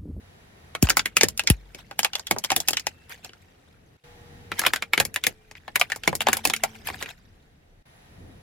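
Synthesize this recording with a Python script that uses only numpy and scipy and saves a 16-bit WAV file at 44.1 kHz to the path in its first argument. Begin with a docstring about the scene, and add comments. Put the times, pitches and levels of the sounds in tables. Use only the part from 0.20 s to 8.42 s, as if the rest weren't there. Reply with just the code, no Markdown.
"""Asphalt, close to the microphone: a car creeps up with low rumble, hiss and a faint engine throb. From half a
second its tyre crushes a plastic toy saxophone: cracks echo between road and underbody, and the hollow bell
caves in with falling thumps. A faint hum sounds briefly just after one second; plastic and grit crunch and thin
out. At 3.8 s the background dips and changes, and the tyre crushes a second toy with more hum, more cracks and
faint brake squeals. At 7.66 s the background dips and changes once more. 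Sources are filtered noise, bar the
thumps and hum, which are sines."""
import sys
import numpy as np
from scipy import signal
from scipy.fft import rfft, irfft, next_fast_len
from scipy.io import wavfile
from scipy.ndimage import uniform_filter1d, map_coordinates

SR = 44100
rng = np.random.default_rng(int(sys.argv[2]) if len(sys.argv) > 2 else 0)


def waveform_to_disk(signal):
    """Save audio, clipped to [-1, 1], as 16-bit WAV at the path in sys.argv[1]."""
    frames = np.transpose(np.atleast_2d(signal))
    scaled = np.clip(frames, -1, 1) * 32767
    samples = np.round(scaled).astype(np.int16)
    wavfile.write(sys.argv[1], SR, samples)


N = 362502
TIME = np.arange(N) / SR

# three stretches of background, each with its own levels: start_s, end_s
STRETCHES = [(0, 3.77), (3.838, 7.625), (7.655, 8.3)]
# background of each stretch: rumble_db, throb_db, hiss_db, whistle_db, hiss_fall_db (how far hiss and whistle
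# sink once the tyre meets the toy)
BACKGROUNDS = [(-57.5, -83.5, -56.5, -77, 7.5), (-59.5, -62.5, -54.5, -79.5, 11),
               (-58.5, -71, -57.5, -74.5, 0)]
# colour of the air noise: frequency_hz, gain_db
HISS_COLOUR = [(410, -28), (700, -1.5), (819, -5), (1040, -10), (1890, -8), (2700, -12.5), (3320, -13.5),
               (8420, -25), (11200, -24), (16000, -30.5)]
# thin whines of the car, relative to one another: pitch_hz, level_db
WHINES = [(1868, -72.5), (3709, -81.5), (3871, -78), (5965, -80), (7257, -83.5)]
# colour of the low rolling rumble: frequency_hz, gain_db
RUMBLE_COLOUR = [(12, -47), (20, -14), (93, 2.5), (111, -3.5), (145, -3), (268, -10.5), (296, -12.5),
                 (327, -14), (400, -20), (520, -50), (880, -120)]
# colour of the tread noise: frequency_hz, gain_db
TREAD_COLOUR = [(120, -22), (220, -9), (450, 4.5), (900, -13), (1500, -18.5), (4000, -39.5)]
# the car lurches as it starts, climbs or drops: centre_s, half_length_s, rumble_db
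LURCHES = [(.05, 0.58, -65), (1.1, .4, -66), (4.25, 0.34, -53), (4.87, .08, -50), (2.15, 0.04, -53.5),
           (6.15, 0.47, -56.5), (6.75, 0.15, -53), (8.07, .11, -48)]
# course of the drive hum: time_s, pitch_hz
HUM_PITCH = [(1.2, 221), (3.85, 241.2), (4.4, 236), (4.9, 224.7), (5.25, 215), (6.0, 224.8), (6.8, 217)]
# partials of the hum: start_s, end_s, multiple (of the pitch), level_db (at the start, before the fade)
HUM_PARTIALS = [(1.0, 1.35, 1, -59), (1.0, 1.35, 2, -66.5), (3.783, 5.393, 2, -57.5),
                (3.8, 4.902, 3.5, -66.5), (5.95, 6.64, 1, -50), (5.95, 6.645, 2, -61.5)]
# faint brake squeals: centre_s, half_length_s, pitch_hz, level_db
SQUEALS = [(2.79, .11, 2676, -63.5), (5.2, .15, 2370, -72.5), (6.55, .1, 2290, -68.5)]
# the tyre on each toy: meets_s, buckles_s, leaves_s, crunch_db (under full load)
CRUSHES = [(0.501, .99, 4.1, -60.5), (4.272, 4.76, 7.7, -63)]
# colour of plastic and grit: frequency_hz, gain_db
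GRIT_COLOUR = [(180, -41), (300, -40.5), (470, -7.5), (656, -9), (701, 0), (1150, -7.5), (1580, -1),
               (2440, -2), (4160, -9), (5700, -12), (9550, -18.5), (11900, -18), (16000, -27)]
# crumbling bursts, scrapes and rustles of plastic and grit: centre_s, half_length_s, level_db
CRUNCH_BURSTS = [(.65, 0.018, -31.5), (.972, .004, -25), (1.03, .01, -28), (4.457, .006, -30),
                 (5.562, .004, -16), (1.595, 0.022, -46), (1.985, .01, -44), (2.38, 0.087, -47.5),
                 (2.922, 0.024, -39), (2.98, 0.019, -56), (3.061, 0.023, -44), (3.222, .008, -55.5),
                 (4.389, 0.0047, -32.5), (4.42, 0.065, -37), (5.377, 0.011, -50.5), (5.752, 0.0042, -40.5),
                 (5.856, 0.014, -39), (6.14, 0.047, -38), (6.245, 0.0054, -32), (6.4, 0.4, -52),
                 (6.558, 0.01, -45.5), (6.678, 0.02, -34.5), (6.745, .012, -46), (6.79, .1, -48.5),
                 (6.818, 0.02, -40), (6.901, 0.015, -38.5), (6.985, .012, -59)]
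# hollow parts caving in: start_s, level_db, start_pitch_hz, glide_s, length_s
THUMPS = [(.6291, -7, 480, .0053, .0185), (1.0346, -9, 600, .014, .0062), (1.3034, -6.5, 385, .0051, .019)]
# cracks of the shell: start_s, level_db, then knock_db, wall_db, snap_db (re that level, before the trims
# in cracks()), bright_db (tilt of the snap, full from 11 kHz), ring_hz (resonance of the shell)
CRACKS = [(0.55, -27.5, -11, 2.5, -5.5, -3, 2230), (0.6256, -26.5, 2, -12, 12.5, 2, 2420),
          (.670, -32, -20, 1, -4, -17, 1570), (.688, -23, -19, -1.5, -9.5, 4, 2970),
          (.697, -23.5, -16, -28, 8.5, 3, 1640), (0.702, -17, -13, -7, 1.5, -14, 1580),
          (0.7696, -18, -14, 4, 5, 1, 2180), (0.7931, -18.5, -20.5, -5, -2.5, -15, 1470),
          (.857, -20, -17.5, -9, -3.5, 3, 2180), (0.9676, -12.5, -18.5, -7.5, 0, -1.5, 2540),
          (1.0101, -14, -18.5, -8, 0, -18, 2260), (1.033, -16.5, -5, -7, 6, -11.5, 1840),
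          (1.085, -36.5, -12, -3, 14.5, -5, 2870), (1.176, -40, -29, -22, 13.5, -4, 2730),
          (1.194, -18, -31, -9.5, -4.5, -10, 2680), (1.236, -48, 3, 0, 7, -9, 2980),
          (1.273, -18, -26, -34, 3, -26, 2260), (1.282, -33, -9, -4, -20, -10, 2200),
          (1.3003, -16.5, -18.5, -12.5, 2.5, 3, 2600), (1.547, -38.5, -4.5, -13, -2.5, -11, 2290),
          (1.711, -38, -11, 5.5, -8, -7, 1550), (1.791, -20, -16.5, -2, 2, -0.5, 3120),
          (1.831, -32, -21, 4, 11, -18, 3390), (1.8464, -16.5, -31, -3, -2.5, -8.5, 2550),
          (1.933, -30, -33, -8.5, -3, -17, 2830), (1.953, -23.5, -34, -7, -1, -9, 3400),
          (1.995, -44.5, -8.5, 7.5, 13, -19, 1520), (2.069, -31, -35, -16, -0.5, -11, 3350),
          (2.1105, -16.5, -7, 0.5, -1, -5, 2200), (2.163, -46, 11, 20, -2, -6, 1450),
          (2.1846, -44.5, -3, 6, 19, -7, 2110), (2.2391, -25.5, -27.5, -7, -3, -1, 3250),
          (2.246, -27, -17, -3, 3, -10, 3130), (2.303, -20, -17, -0.5, -4.5, -9, 2800),
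          (2.3174, -22, -8.5, 6, 0.5, -11, 2570), (2.3631, -21.5, -9.5, -4, 6, 2, 3540),
          (2.402, -32, -35, 1, 9.5, -6.5, 3400), (2.4762, -42, -14, -7, 12.5, -15, 2650),
          (2.4843, -20, -15, -5.5, 6, -4, 2700), (2.507, -38, 1.5, 4, 13.5, -4, 3010),
          (2.532, -24.5, -16, -9.5, 0, -9, 3200), (2.5696, -20.5, -32, -24, -1, -17, 2920),
          (2.596, -37.5, -18, -18, 7, -17, 2530), (2.668, -24, -13, 1, 2.5, -11, 2600),
          (2.895, -49.5, -6, -3, 4, 8, 2850), (3.046, -47.5, -1.5, -0.5, 11.5, -15, 3090),
          (3.093, -44.5, -9, -14, -11, -14, 2850), (3.133, -47.5, -14, -14, -4, -19, 1600),
          (4.317, -27, -8.5, 1.5, -14.5, -2.5, 2390), (4.393, -22.5, -14.5, -9, 4, -1, 1690),
          (4.416, -30.5, -10, 4, -2, -10, 2000), (4.436, -28, -16, 6, -13, -6, 1860),
          (4.45, -24.5, -23, 2.5, -17, -5, 1990), (4.4632, -15, -18.5, -3, -14, -3, 3360),
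          (4.466, -17.5, -12.5, -3, -2, -3, 2430), (4.535, -17.5, -18.5, -2, -6, -5, 1680),
          (4.560, -25.5, -39, -3.5, -4, -10, 1500), (4.623, -22.5, -19.5, -5, -10.5, -7.5, 2320),
          (4.734, -13, -24.5, -6, -14, 3, 2230), (4.777, -15.5, -12, -10, -8.5, -4, 2070),
          (4.8, -15.5, -9, -4, 1.5, 0, 1740), (4.851, -34.5, -8, -8, 10.5, -2.5, 2220),
          (4.942, -37.5, -23, -27, 8, 4, 2460), (4.96, -19.5, -26, -13.5, -5.5, -1, 1940),
          (5.038, -21.5, -28, -26, -3.5, -5, 2500), (5.047, -34, -9, -26, -15, -15, 2190),
          (5.067, -16.5, -14.5, -18.5, 1, -0.5, 2140), (5.312, -43.5, -11.5, -1.5, -3, -13, 2130),
          (5.352, -41.5, -16.5, -20, -19, -12.5, 2140), (5.479, -37, -9, 7, -15, 5.5, 1750),
          (5.557, -16, -21, -8.5, -3.5, 6, 2080), (5.597, -41.5, -11, 10.5, 17, -8, 3370),
          (5.6124, -12, -30, -5, -11.5, 1, 2400), (5.700, -32.5, -20, -7, -6, -5, 2200),
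          (5.719, -19.5, -31, -11.5, -10, -6, 1770), (5.760, -42, -5, 7, 9, -3.5, 2150),
          (5.835, -30.5, -21, -18, -6.5, -8, 3380), (5.876, -13.5, -7, -2, -5.5, -7.5, 2260),
          (5.928, -39.5, 8.5, 18, -5, 1, 2110), (5.952, -36, -0.5, -4, 13.5, 0.5, 2200),
          (6.0059, -20.5, -21, -5.5, -7.5, -4, 2780), (6.017, -26.5, -25, -3, -1.5, 0, 1600),
          (6.069, -20, -13, 9.5, -8, -9, 1760), (6.085, -19.5, -8, 6.5, -4.5, 0, 1670),
          (6.130, -17.5, -14.5, -8, 2, 0.5, 1700), (6.169, -32, -27, 2, 8.5, 2, 3370),
          (6.2519, -18, -10, -1.5, 3, -2, 2610), (6.273, -32, -1, -17, 10.5, -6, 1810),
          (6.2987, -23.5, -12, -3, 0, -8, 3570), (6.336, -18, -27, -16.5, -5, 2, 2170),
          (6.363, -32.5, -28, -28, 3.5, -11, 2410), (6.436, -20.5, -16, 5, 2, -1, 2210),
          (6.6715, -29.5, -21, -12, 1.5, 16, 1650), (6.686, -32, -22, 4.5, -25, -9, 2400),
          (6.700, -32, -8.5, 2, -9, 6, 1980), (6.825, -28, -10.5, -34, -3.5, -7, 1650),
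          (6.8591, -34.5, -11, -25, -16, 0, 2410)]
# colour of the snap at the torn edge: frequency_hz, gain_db
SNAP_COLOUR = [(3500, -4.5), (5100, 5), (6000, 1.5), (7000, 7.5), (8500, 1.5), (10500, 6), (13000, 3),
               (16000, -2)]
# how each toy faces the microphone: left_lead_ms (until it buckles), top_db (gain from 13 kHz up)
FACINGS = [(0.049, -2), (-0.000073, 2)]

HISS_FALL_S = .3  # time the hiss takes to sink
THROB_HZ, THROB_WIDTH_HZ = 32.8, 16  # firing of the engine
DRONE_HZ, DRONE_WIDTH_HZ = 95, 30  # a drone near 95 Hz swells with every lurch
TREAD_DB, TREAD_LOAD_DB = -8.5, 1  # tread noise re the rumble, and its rise under full load
HUM_EDGE_S, HUM_FADE_DB_PER_S = 0.07, 6
SETTLE_DB, SETTLE_T60_S = -27, 0.21  # crunch of the torn edges after a crack: level re the crack, decay
CRACK_ECHO_DB = -2  # scatter from road and underbody, before each part's own echo trim
STIFF_WALL_HZ, SLACK_WALL_HZ = 1350, 790  # the wall's resonance drops once the shell has buckled
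LEAD_SHIFT_MS = .03  # the cracks move to the left once the shell has buckled
TOP_HZ = 16300  # band limit


def amp(db):
    """Amplitude factor of a level in dB."""
    return 10 ** (np.asarray(db) / 20)


def unit(x):
    """x scaled to rms 1."""
    return x / np.sqrt(np.mean(x ** 2) + 1e-20)


def along(points, hz):
    """Interpolate (Hz, value) points on a log frequency axis."""
    f, v = np.transpose(points)
    return np.interp(np.log(hz + 1), np.log(f + 1), v)


def wobble(rate):
    """A smooth random curve, rate knots a second."""
    return map_coordinates(rng.standard_normal(int(N * rate / SR) + 4), [TIME * rate])


def filtered(x, response):
    """x times a response of frequency."""
    m = next_fast_len(N + SR // 2)
    return irfft(rfft(x, m) * response(np.fft.rfftfreq(m, 1 / SR)), m)[..., :N]


def causal(gain):
    """The minimum-phase response with this gain."""
    cepstrum = irfft(np.log(np.maximum(gain, 1e-6)))
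    half = len(cepstrum) // 2
    cepstrum[1:half] *= 2
    cepstrum[half + 1:] = 0
    return np.exp(rfft(cepstrum))


def band(hz, low_hz, high_hz, order=4):
    """Gain of a band-pass."""
    return ((1 + (low_hz / (hz + 1)) ** (2 * order)) * (1 + (hz / high_hz) ** (2 * order))) ** -.5


def peak(hz, centre_hz, width_hz):
    """Gain of one resonance."""
    return 1 / np.hypot(1, 2 * (hz - centre_hz) / width_hz)


def pair(size, side_db):
    """Left and right noise: a common part and an opposed part at side_db."""
    mid, side = rng.standard_normal((2, size))
    return unit(mid + amp(side_db) * np.array([side, -side]))


def rush(colour, side_db):
    """Coloured stereo noise of rms 1."""
    return unit(filtered(pair(N, side_db), lambda hz: amp(along(colour, hz))))


def resonant_noise(centre_hz, width_hz, side_db):
    """Stereo noise of rms 1 through one resonance, applied twice."""
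    return unit(filtered(pair(N, side_db), lambda hz: peak(hz, centre_hz, width_hz) ** 2))


def add(track, s, sound):
    """Mix a sound in at time s."""
    part = track[..., round(s * SR):][..., :sound.shape[-1]]
    part += sound[..., :part.shape[-1]]


def swells(rows):
    """Sum of bell-shaped swells given as (centre_s, half_length_s, level_db)."""
    return sum(amp(db) * np.exp(-((TIME - s) / length) ** 2) for s, length, db in rows)


def load(meets, leaves):
    """Share of the wheel's weight on a toy: it grows as the tyre climbs on and falls as it rolls off."""
    return np.sin(np.pi * np.clip((TIME - meets) / (leaves - meets), 0, 1))


def per_stretch():
    """Each column of the backgrounds, held through its stretch."""
    later_starts = [start for start, _ in STRETCHES[1:]]
    return np.transpose(BACKGROUNDS)[:, np.searchsorted(later_starts, TIME)]


def air(whine_db=-14, whine_width_hz=50):
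    """Hiss with thin whines and a high whistle; all sink once the tyre meets the toy."""
    _, _, hiss_db, whistle_db, fall_db = per_stretch()
    sunk = np.zeros(N)
    for (meets, *_), (_, end) in zip(CRUSHES, STRETCHES):
        sunk += np.clip((TIME - meets) / HISS_FALL_S, 0, 1) * (TIME < end)

    def whine_gain(hz):
        return sum(amp(db) * peak(hz, f, whine_width_hz) ** 2 for f, db in WHINES)

    whistle = resonant_noise(10835, width_hz=150, side_db=-3)
    whines = unit(filtered(pair(N, side_db=-7), whine_gain))
    flutter = amp(.6 * wobble(6))
    hiss = amp(hiss_db) * flutter * (rush(HISS_COLOUR, side_db=3) + amp(whine_db) * whines)
    return amp(-fall_db * sunk) * (hiss + amp(whistle_db) * whistle)


def engine():
    """The firing of the engine throbs: noise through a low resonance, held at one level per stretch."""
    _, throb_db, *_ = per_stretch()
    return amp(throb_db) * resonant_noise(THROB_HZ, THROB_WIDTH_HZ, side_db=-15)


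def rolling(drone_db=-5):
    """Rumble, tread and a low drone swell with every lurch; the tread grows louder under load."""
    rumble_db, *_ = per_stretch()
    lurching = swells(LURCHES)
    weight = sum(load(meets, leaves) for meets, _, leaves, _ in CRUSHES)
    rumble = amp(wobble(8)) * rush(RUMBLE_COLOUR, side_db=-13.5)
    tread = amp(TREAD_DB + TREAD_LOAD_DB * weight + wobble(10)) * rush(TREAD_COLOUR, side_db=-1.5)
    drone = resonant_noise(DRONE_HZ, DRONE_WIDTH_HZ, side_db=-13.5)
    return (amp(rumble_db) + lurching) * (rumble + tread) + lurching * amp(drone_db) * drone


def hum():
    """The drive hums in sine partials on a drifting pitch; each swells in and slowly fades."""
    pitch = np.interp(TIME, *np.transpose(HUM_PITCH))
    phase = 2 * np.pi * np.cumsum(pitch * (1 + .0012 * wobble(5.6))) / SR
    out = np.zeros(N)
    for start, end, multiple, db in HUM_PARTIALS:
        gate = np.clip(np.minimum(TIME - start, end - TIME) / HUM_EDGE_S, 0, 1)
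        fading = amp(db - HUM_FADE_DB_PER_S * (TIME - start))
        out += gate * fading * np.sin(multiple * phase)
    return np.sqrt(2) * out  # levels are rms


def squeals(width_hz=70):
    """The brakes sing faintly as they hold the car back: narrow bands of noise."""
    out = np.zeros((2, N))
    for s, length, f, db in SQUEALS:
        out += swells([(s, length, db)]) * resonant_noise(f, width_hz, side_db=-6.5)
    return out


def car():
    """Engine, rolling noise, hum and brakes, a little stronger on the left."""
    return (rolling() + engine() + hum() + squeals()) * amp([[.5], [-.5]])


def patchy(x, depth_db):
    """Each slip excites other resonances: random gain over a few hundred Hz and a few milliseconds."""
    z = signal.stft(x, nperseg=256)[2]
    field = rng.standard_normal(z.shape[1:])
    field = uniform_filter1d(uniform_filter1d(field, size=3, axis=0), size=3, axis=1)
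    return signal.istft(z * amp(depth_db * unit(field)), nperseg=256)[1][:, :N]


def crunch(slips_per_s=3000, spread_db=3.0):
    """Tiny slips of plastic and grit follow the load, flare after each crack and swell in short bursts."""
    pressed = sum(amp(db) * load(meets, leaves) for meets, _, leaves, db in CRUSHES)
    settling, t = np.zeros(N), np.arange(SR // 4) / SR
    for s, db, *_ in CRACKS:
        add(settling, s, amp(db + SETTLE_DB - 60 * t / SETTLE_T60_S))
    strength = np.sqrt(pressed ** 2 + settling ** 2 + swells(CRUNCH_BURSTS) ** 2)
    slip_sizes = amp(spread_db * np.minimum(rng.exponential(size=N), 3))
    slips = (rng.random(N) < slips_per_s / SR) * slip_sizes
    grains = unit(slips * pair(N, side_db=-1.0)) + .6 * pair(N, side_db=-7.5)
    coloured = filtered(patchy(grains, depth_db=6.0), lambda hz: amp(along(GRIT_COLOUR, hz)))
    stick_slip = amp(1.5 * wobble(70))
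    return strength * stick_slip * unit(coloured)


def thumps(lead_rad=.33, lead_hz=55, rest_hz=47, boom_db=-32, boom_t60_s=1.0):
    """A hollow part gives way: its pitch drops quickly as the wall goes slack, and a low boom lingers."""
    out, t = np.zeros((2, N)), np.arange(SR // 2) / SR
    for s, db, start_hz, glide, length in THUMPS:
        pitch = rest_hz + (start_hz - rest_hz) / (1 + t / glide) ** 1.9
        body = np.exp(-(t / length) ** 1.35)
        boom = amp(boom_db - 60 * t / boom_t60_s)
        swell = (1 - np.exp(-t / .0007)) * (body + boom)
        lead = lead_rad * pitch / (pitch + lead_hz) * np.array([[1], [-1]])  # the left side leads
        add(out, s, -amp(db) * swell * np.sin(2 * np.pi * np.cumsum(pitch) / SR + lead))
    return out * amp([[.7], [-.7]])


def wall_modes(hz, count, depth_db):
    """The crumpling wall has new resonances and gaps at every crack."""
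    position = np.sqrt(hz / hz[-1]) * (count - 1)
    return amp(depth_db * map_coordinates(rng.standard_normal(count), [position]))


def fracture(t, echo_db, t60, run, rise=0.0015, strain_db=-21):
    """Tiny splits build up, a tear runs through the plastic at t = 0; road, tyre and underbody scatter it."""
    after = np.maximum(t, 0)
    tear = pair(len(t), side_db=-10.0) * (1 - np.exp(-after / rise)) * np.exp(-after / run)
    tear /= np.sqrt(np.mean(np.sum(tear ** 2, axis=1)) / (SR / 200))  # the energy of 5 ms at rms 1
    splits = pair(len(t), side_db=-9) * amp(strain_db) * np.exp(-np.abs(t) / .0036)
    knots = t[::96]
    ragged = amp(2 * np.interp(t, knots, rng.standard_normal(len(knots))))
    arrival = 1 - np.exp(-(after / 0.0026) ** 2)
    echo = pair(len(t), side_db=-2) * ragged * arrival * amp(echo_db - 60 * after / t60)
    return splits + tear + echo


def cracks(size=8192):
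    """Each fracture shakes and knocks the tyre, flexes the wall, rings the shell and snaps at the torn edge."""
    build_up_s, attack = .016, SR // 180  # attack: samples over which the loudest moment is taken
    out, t, hz = np.zeros((2, N)), np.arange(size) / SR - build_up_s, np.fft.rfftfreq(size, 1 / SR)
    tyre, knock = band(hz, 80, 220, order=3), band(hz, 240, 560, order=3)
    middle, high, top = band(hz, 560, 1400), band(hz, 1450, 3800), band(hz, 3300, 16500)
    tilt = np.clip(np.log2((hz + 1) / 5500), 0, 1)
    for s, db, knock_db, wall_db, snap_db, bright_db, ring_hz in CRACKS:
        toy = int(s > STRETCHES[1][0])
        lead_ms, top_db = FACINGS[toy]
        wall_hz = STIFF_WALL_HZ
        if s >= CRUSHES[toy][1]:  # the shell has buckled
            wall_hz = SLACK_WALL_HZ
            lead_ms += LEAD_SHIFT_MS
        wall = middle * (0.31 + peak(hz, wall_hz, width_hz=190))
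        ring = high * (.32 + peak(hz, ring_hz, width_hz=200))
        snap = top * amp(along(SNAP_COLOUR, hz) + bright_db * tilt)
        facing = amp(along([(8000, 0.0024), (13000, top_db)], hz))
        crumple = wall_modes(hz, count=160, depth_db=2.0) * facing
        lead = np.exp(1j * np.pi * hz * lead_ms / 1000 * np.array([[1], [-1]]))  # half to each side
        # colour, level_db, echo_db, decay_s, tear_run_s: the low parts linger longest
        parts = [(tyre, knock_db - 9.0, 3, .2, .002),
                 (knock, knock_db, -1.5, .11, .0014),
                 (wall, wall_db - 3.5, -1.3, .068, .0016),
                 (ring, .2, -.4, .066, .0014),
                 (snap, snap_db + 0.22, -1, .058, .0009)]
        for colour, part_db, echo_db, t60, run in parts:
            source = rfft(fracture(t, CRACK_ECHO_DB + echo_db, t60, run=run))
            sound = irfft(source * causal(colour * crumple) * lead)
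            loudest = uniform_filter1d(np.mean(sound ** 2, axis=0), attack, mode="constant").max()
            add(out, s - build_up_s, amp(db + part_db) * sound / np.sqrt(loudest))
    return out * amp([[.3], [-.3]])


def scene():
    """The toy over the background, which dips briefly to a tenth between the stretches."""
    in_stretch = sum((TIME >= start) * (TIME < end) * 1.0 for start, end in STRETCHES)
    heard = np.maximum(uniform_filter1d(in_stretch, size=200), .1)
    return (air() + car()) * heard + crunch() + thumps() + cracks()


def record(dry):
    """The loudest peaks are rounded off; a steep filter removes what lies above the band limit."""
    rounded = dry / (1 + np.abs(dry / 1.05) ** 6) ** (1 / 6)
    return filtered(rounded, lambda hz: 1 / np.hypot(1, (hz / TOP_HZ) ** 90))


dry = scene()
out = record(dry)
waveform_to_disk(out)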